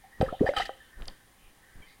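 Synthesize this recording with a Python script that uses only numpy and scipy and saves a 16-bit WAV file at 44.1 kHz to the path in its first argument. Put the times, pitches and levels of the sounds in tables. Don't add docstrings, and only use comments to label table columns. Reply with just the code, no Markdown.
import sys
import numpy as np
from scipy import signal
from scipy.fft import rfft, irfft
from scipy.io import wavfile

SR = 44100
rng = np.random.default_rng(int(sys.argv[2]) if len(sys.argv) > 2 else 0)


def int16_out(signal):
    q = np.round(np.clip(np.atleast_2d(signal).T, -1, 1) * 32767)
    wavfile.write(sys.argv[1], SR, q.astype(np.int16))


N = 88200
T, HZ = np.arange(N) / SR, np.fft.rfftfreq(N, 1 / SR)
TOP_HZ = 16300


def amp(db):
    return 10 ** (np.asarray(db) / 20)


def unit(x):
    return x / np.sqrt(np.mean(x ** 2) + 1e-20)


def eq_curve(points):
    f, db = np.transpose(points)
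    return amp(np.interp(np.log(HZ + 1), np.log(f), db))


def noise(gain):
    return unit(irfft(rfft(rng.standard_normal(N)) * gain, N))


def ramp(u):
    return np.sin(np.pi / 2 * np.clip(u, 0, 1)) ** 2


def decay(t, t60):
    return np.exp(-np.log(1000) * np.maximum(t, 0) / t60)


def envelope(rows):
    return sum(amp(db) * ramp((T - start) / attack) * decay(T - start - attack - hold, t60)
               for start, attack, hold, t60, db in rows)


# f/Hz, relative level/dB, t60/s
HOUSING_MODES = [(354, -17, 0.2), (533.1, -4, 0.19), (801, 5.5, 0.066), (1313, 4, 0.044), (1581, -5, 0.1),
                 (1834, -7, 0.13), (2060, -2.5, 0.029), (2503, -6.5, 0.06), (3100, -1.5, 0.029),
                 (3260, -4, 0.019), (3640, -8, 0.024), (3942, 1.5, 0.011), (4760, 1.5, 0.011),
                 (6140, -19, 0.017), (8030, -8.5, 0.01), (9950, -26, 0.007)]
def housing(x):
    t = T[:SR // 4]
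    ring = sum(amp(db) * decay(t, t60) * np.sin(2 * np.pi * hz * t) for hz, db, t60 in HOUSING_MODES)
    return signal.fftconvolve(x, ring / np.linalg.norm(ring))[:N]


# f/Hz, relative level/dB
POND_EQ = [(100, -7), (700, -7), (1100, -9), (2000, -0.5), (3300, 3), (5000, -10), (8000, -0.5),
           (16000, -20)]
def pond_reverb(x, attack_s=0.026, t60=0.45, wet_db=-19):
    tail = (noise(eq_curve(POND_EQ)) * ramp(T / attack_s) * decay(T, t60))[:SR // 2]
    return amp(wet_db) * signal.fftconvolve(x, tail / np.linalg.norm(tail))[:N]


# f/Hz, relative level/dB
HISS_EQ = [(25, -5), (60, -9.5), (130, -14.5), (300, -17.5), (600, -24), (1100, -20), (1350, -29),
           (1800, -18), (2600, -29.5), (3100, -24.5), (4500, -30.5), (7000, -31), (10000, -31),
           (16000, -33.5)]
def hiss_bed(hiss_db=-60.5, ring_db=-72):
    return amp(hiss_db) * noise(eq_curve(HISS_EQ)) + amp(ring_db) * housing(noise(1))


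# f/Hz, level/dB
WHINE_TONES = [(9489, -76), (9562, -75)]
def camera_whine(halo_hz=60, halo_db=-84.5):
    tones = sum(amp(db) * np.sin(2 * np.pi * hz * T) for hz, db in WHINE_TONES)
    halo = noise(sum(np.exp(-.5 * ((HZ - hz) / halo_hz) ** 2) for hz, _ in WHINE_TONES))
    return tones + amp(halo_db) * halo


# t/s, length/s, centre f/Hz, level/dB
FIZZ_CLOUDS = [(-.05, 0.26, 1900, -66), (0.25, 0.2, 3350, -57.5), (0.688, 0.64, 1670, -63),
               (0.754, 0.18, 3340, -66.5), (1.374, 0.16, 2580, -65.5), (1.586, 0.32, 1750, -63.5),
               (1.804, 0.19, 2090, -64.5), (1.84, .13, 4240, -65.5)]
def fizz(width_octaves=0.23, ring_db=-4):
    out = np.zeros(N)
    for start, length, hz, db in FIZZ_CLOUDS:
        cloud = noise(np.exp(-.5 * (np.log2((HZ + 1) / hz) / width_octaves) ** 2))
        arch = np.sin(np.pi * np.clip((T - start) / length, 0, 1))
        out += amp(db) * arch * unit(cloud + amp(ring_db) * unit(housing(cloud)))
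    return out


# t/s, f/Hz, level/dB, t60/s
FAR_PINGS = [(.035, 788, -46, 0.2), (0.121, 1865, -50.5, 0.6), (0.8, 1783, -44.5, .15),
             (0.926, 1780, -53, 0.29), (1.626, 1838, -53.5, 0.17), (1.819, 2290, -46.5, 0.11),
             (1.818, 3160, -54.5, 0.27), (1.867, 2130, -54.5, 0.36)]
def far_bubbles(attack_s=0.0088, waver=0.0306, waver_hz=120):
    out = np.zeros(N)
    for start, hz, db, t60 in FAR_PINGS:
        pitch = hz * (1 + waver * noise(np.exp(-(HZ / waver_hz) ** 2)))
        level = amp(db) * ramp((T - start) / attack_s) * decay(T - start, t60)
        out += level * np.sin(2 * np.pi * np.cumsum(pitch) / SR)
    return out


# t/s, attack/s, hold/s, release t60/s, level/dB
EDDY_SWELLS = [(.165, 0.07, 0.048, 0.36, -42), (.39, 0.019, .085, 0.15, -43),
               (.565, 0.023, 0.032, 0.29, -45), (.96, .05, 0.027, 0.11, -46.5),
               (1.068, 0.0041, 0.016, 0.22, -46.5), (1.41, 0.058, 0.076, 0.29, -70),
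               (1.75, 0.03, 0.046, 0.45, -57.5)]
# f/Hz, relative level/dB
EDDY_EQ = [(20, 4.5), (60, -3), (120, -9.5), (200, -10), (330, -12.5), (600, -15.5), (1200, -20),
           (4000, -37), (16000, -49)]
def eddies():
    return envelope(EDDY_SWELLS) * noise(eq_curve(EDDY_EQ))


# crest t/s, half length/s, level/dB
TAIL_BEATS = [(0.977, 0.0062, -34), (1.02, 0.0086, -27), (1.084, 0.015, -36), (1.44, 0.0035, -50.5),
              (1.472, 0.012, -46), (1.769, 0.0086, -36)]
def surges(trough_lag=1, trough_width=3.3):
    out = np.zeros(N)
    for crest, half, db in TAIL_BEATS:
        u = (T - crest) / half
        trough = np.exp(-((u - trough_lag) / trough_width) ** 2) / trough_width
        out += amp(db) * (np.exp(-u ** 2) - trough)
    return out


# t/s, time scale/s, peak level/dB
WATER_THUDS = [(0.2046, 0.0012, -17), (0.2268, 0.00072, -13), (0.273, 0.0055, -34), (.3262, 0.00047, -26),
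               (.4072, 0.0011, -19.5), (0.4415, 0.0012, -23), (.574, 0.0026, -34.5), (1.756, 0.0016, -43),
               (1.802, 0.0012, -43)]
def shoves():
    out = np.zeros(N)
    for start, scale, db in WATER_THUDS:
        u = np.maximum(T - start, 0) / scale
        pressure = u ** 2 * (3 - u) * np.exp(-u)
        out += amp(db) * pressure / pressure.max()
    return out


# t/s, attack/s, hold/s, release t60/s, level/dB
SPRAY_BURSTS = [(.21, 0.0016, 0.01, 0.021, -51.5), (.463, .004, 0.046, 0.14, -54.5),
                (.564, 0.0051, 0.055, 0.12, -43.5), (.652, 0.002, .008, 0.046, -44)]
def spray(lowest_hz=2800, pitches=24, per_s=3500, spread_db=3.5, ring_cycles=3.3, db_per_octave=-7):
    out, t = np.zeros(N), T[:400]
    for hz in np.geomspace(lowest_hz, TOP_HZ, pitches):
        ping = np.exp(-t * hz / ring_cycles) * np.sin(2 * np.pi * hz * t)
        strength = amp(spread_db * np.minimum(rng.exponential(1, N), 3))
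        births = strength * (rng.random(N) < per_s / pitches / SR)
        tilt = amp(db_per_octave * np.log2(hz / lowest_hz))
        out += tilt * signal.oaconvolve(births, ping)[:N]
    return unit(out) * envelope(SPRAY_BURSTS)


# t/s, attack/s, hold/s, release t60/s, drive level/dB
SQUELCH_BURSTS = [(.21, 0.0013, 0.0013, 0.038, -32.5), (.233, 0.0016, 0.0035, 0.12, -45.5),
                  (.456, 0.006, 0.027, 0.056, -39), (.531, 0.0073, 0.037, 0.04, -44.5),
                  (.563, 0.0014, 0.044, 0.11, -32.5), (.653, 0.0021, 0.0027, 0.02, -42.5)]
# f/Hz, relative level/dB
POP_EQ = [(60, -43), (300, -14), (700, -3), (1080, -30.5), (1600, 15), (2700, -1), (3800, -3),
          (6000, -13.5), (9000, -8.5), (16000, -21.5)]
def squelch(per_s=5000, spread_db=3, low_cut_hz=585, direct_db=-6.5):
    strength = amp(spread_db * np.minimum(rng.exponential(1, N), 4))
    clicks = strength * rng.choice([-1, 1], N) * (rng.random(N) < per_s / SR)
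    pops = unit(clicks) * envelope(SQUELCH_BURSTS)
    thin = signal.lfilter(*signal.butter(2, low_cut_hz, "high", fs=SR), pops)
    direct = irfft(rfft(thin) * unit(eq_curve(POP_EQ)), N)
    return housing(thin) + amp(direct_db) * direct


# centre t/s, f/Hz, level/dB, half length/s, send to the housing/dB
HOUSING_HITS = [(0.2147, 606, -11, 0.0012, -19.5), (0.2147, 1840, -26.5, 0.00076, -8.5),
                (0.211, 4270, -30, 0.00019, 1), (0.223, 8540, -45, 0.0011, -15),
                (0.223, 12100, -47.5, .001, -17), (0.281, 363, -28.5, 0.00056, -14),
                (0.3293, 612, -26, 0.0025, -25), (0.4105, 300, -14, 0.0011, -39),
                (0.4143, 226.5, -16, 0.0036, -44), (0.6943, 670, -27, 0.0011, -11),
                (.694, 1250, -31, 0.00075, -20), (1.022, 2720, -33, 0.00022, -10),
                (1.0567, 4400, -36, 0.00014, -8), (1.0785, 9200, -34.5, 0.00016, -15),
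                (1.0826, 4670, -30, 0.00058, -8), (1.083, 880, -44.5, 0.00035, -0.5),
                (1.0834, 2400, -34, 0.00021, -8), (1.085, 3400, -40, 0.0012, 1.5),
                (1.1, 4540, -46, 0.00065, -15)]
def knocks():
    direct, send = np.zeros(N), np.zeros(N)
    for centre, hz, db, half, send_db in HOUSING_HITS:
        t = T - centre
        blow = amp(db) * np.exp(-(t / half) ** 2) * np.sin(2 * np.pi * hz * t)
        direct += blow
        send += amp(send_db) * blow
    return direct + housing(send)


# t/s, starting f/Hz, glide/(Hz/s), level/dB, attack/s, t60/s, life/s
AIR_POCKETS = [(.2135, 727, 1500, -19, 0.00033, 0.054, 0.031),
               (.229, 518.5, 728, -17, 0.0023, 0.068, 0.037), (0.26, 1760, -9000, -34, 0.0032, .05, 0.032),
               (0.282, 1295, 497, -31.5, 0.0068, 0.17, 0.014),
               (0.289, 1560, 24998, -38, 0.0024, 0.05, 0.013),
               (0.301, 1320, -1000, -35, 0.0057, 0.041, 0.02), (.333, 700, 6498, -31, 0.0031, 0.14, 0.02),
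               (0.394, 1890, -3, -37, 0.0017, 0.028, 0.016),
               (0.4132, 301, 11511, -16.5, 0.0016, 0.25, 0.023),
               (0.4416, 473, 4000, -21.5, 0.0024, 0.2, .008),
               (.451, 508, 8992, -25.5, 0.0013, 0.35, 0.0065), (.463, 674, 9003, -25, 0.00067, 0.26, .022),
               (.465, 1817, -3000, -20, 0.0024, .04, 0.0064),
               (0.4746, 1847, 0, -17.5, 0.0032, 0.025, 0.018),
               (0.49, 520.6, 5497, -14, 0.00067, 0.074, .016),
               (.492, 2110, -15000, -26.5, 0.0013, 0.024, 0.0079), (.515, 587, 0, -34.5, 0.0038, 0.1, .018),
               (.536, 718, 3000, -30, 0.001, 0.061, 0.037), (.536, 1490, -4, -21, 0.0029, 0.015, 0.0068),
               (0.565, 1288, -4, -27, 0.0027, 0.19, 0.035),
               (0.567, 3102, -3000, -25.5, 0.0012, 0.054, 0.016),
               (.582, 3080, 0, -26.5, 0.0044, 0.096, 0.012), (0.586, 4750, -4, -25.5, 0.00038, 0.012, .006),
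               (.604, 4000, 0, -28, 0.0017, 0.04, 0.0065), (.598, 769, 803, -19.5, 0.0016, 0.056, 0.054),
               (.603, 1322, 0, -27, 0.00067, 0.087, 0.024), (.617, 1875, 1994, -26.5, .003, 0.11, 0.012),
               (.655, 1840, 4, -34, 0.0026, 0.059, 0.011),
               (1.0818, 4800, -100000, -21.5, .0005, 0.0089, .006)]
def gulps(wobble=0.029, wobble_hz=150, flutter_db=0.14, burst_s=0.0028, ring_db=-30):
    out = np.zeros(N)
    slow = np.exp(-(HZ / wobble_hz) ** 2)
    drift = np.cumsum(wobble * noise(slow)) / SR
    flutter = amp(flutter_db * noise(slow))
    for start, hz, glide, db, attack, t60, life in AIR_POCKETS:
        t = np.maximum(T - start, 0)
        gate = ramp((life - t) / burst_s + .5)
        level = amp(db) * ramp(t / attack) * decay(t, t60) * gate
        cycles = hz * (t + drift - np.interp(start, T, drift)) + glide * t ** 2 / 2
        out -= level * np.sin(2 * np.pi * cycles)
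    out *= flutter
    return out + amp(ring_db) * housing(out)


def scene():
    close = gulps() + knocks() + squelch() + spray()
    water = shoves() + surges() + eddies()
    reverb = pond_reverb(close)
    bed = far_bubbles() + fizz() + camera_whine() + hiss_bed()
    return (bed + water + reverb + close)[None]


def record(dry):
    low_pass = signal.firwin(511, TOP_HZ, window=("kaiser", 9), fs=SR)
    return signal.oaconvolve(dry, low_pass[None], "same")


dry = scene()
out = record(dry)
int16_out(out)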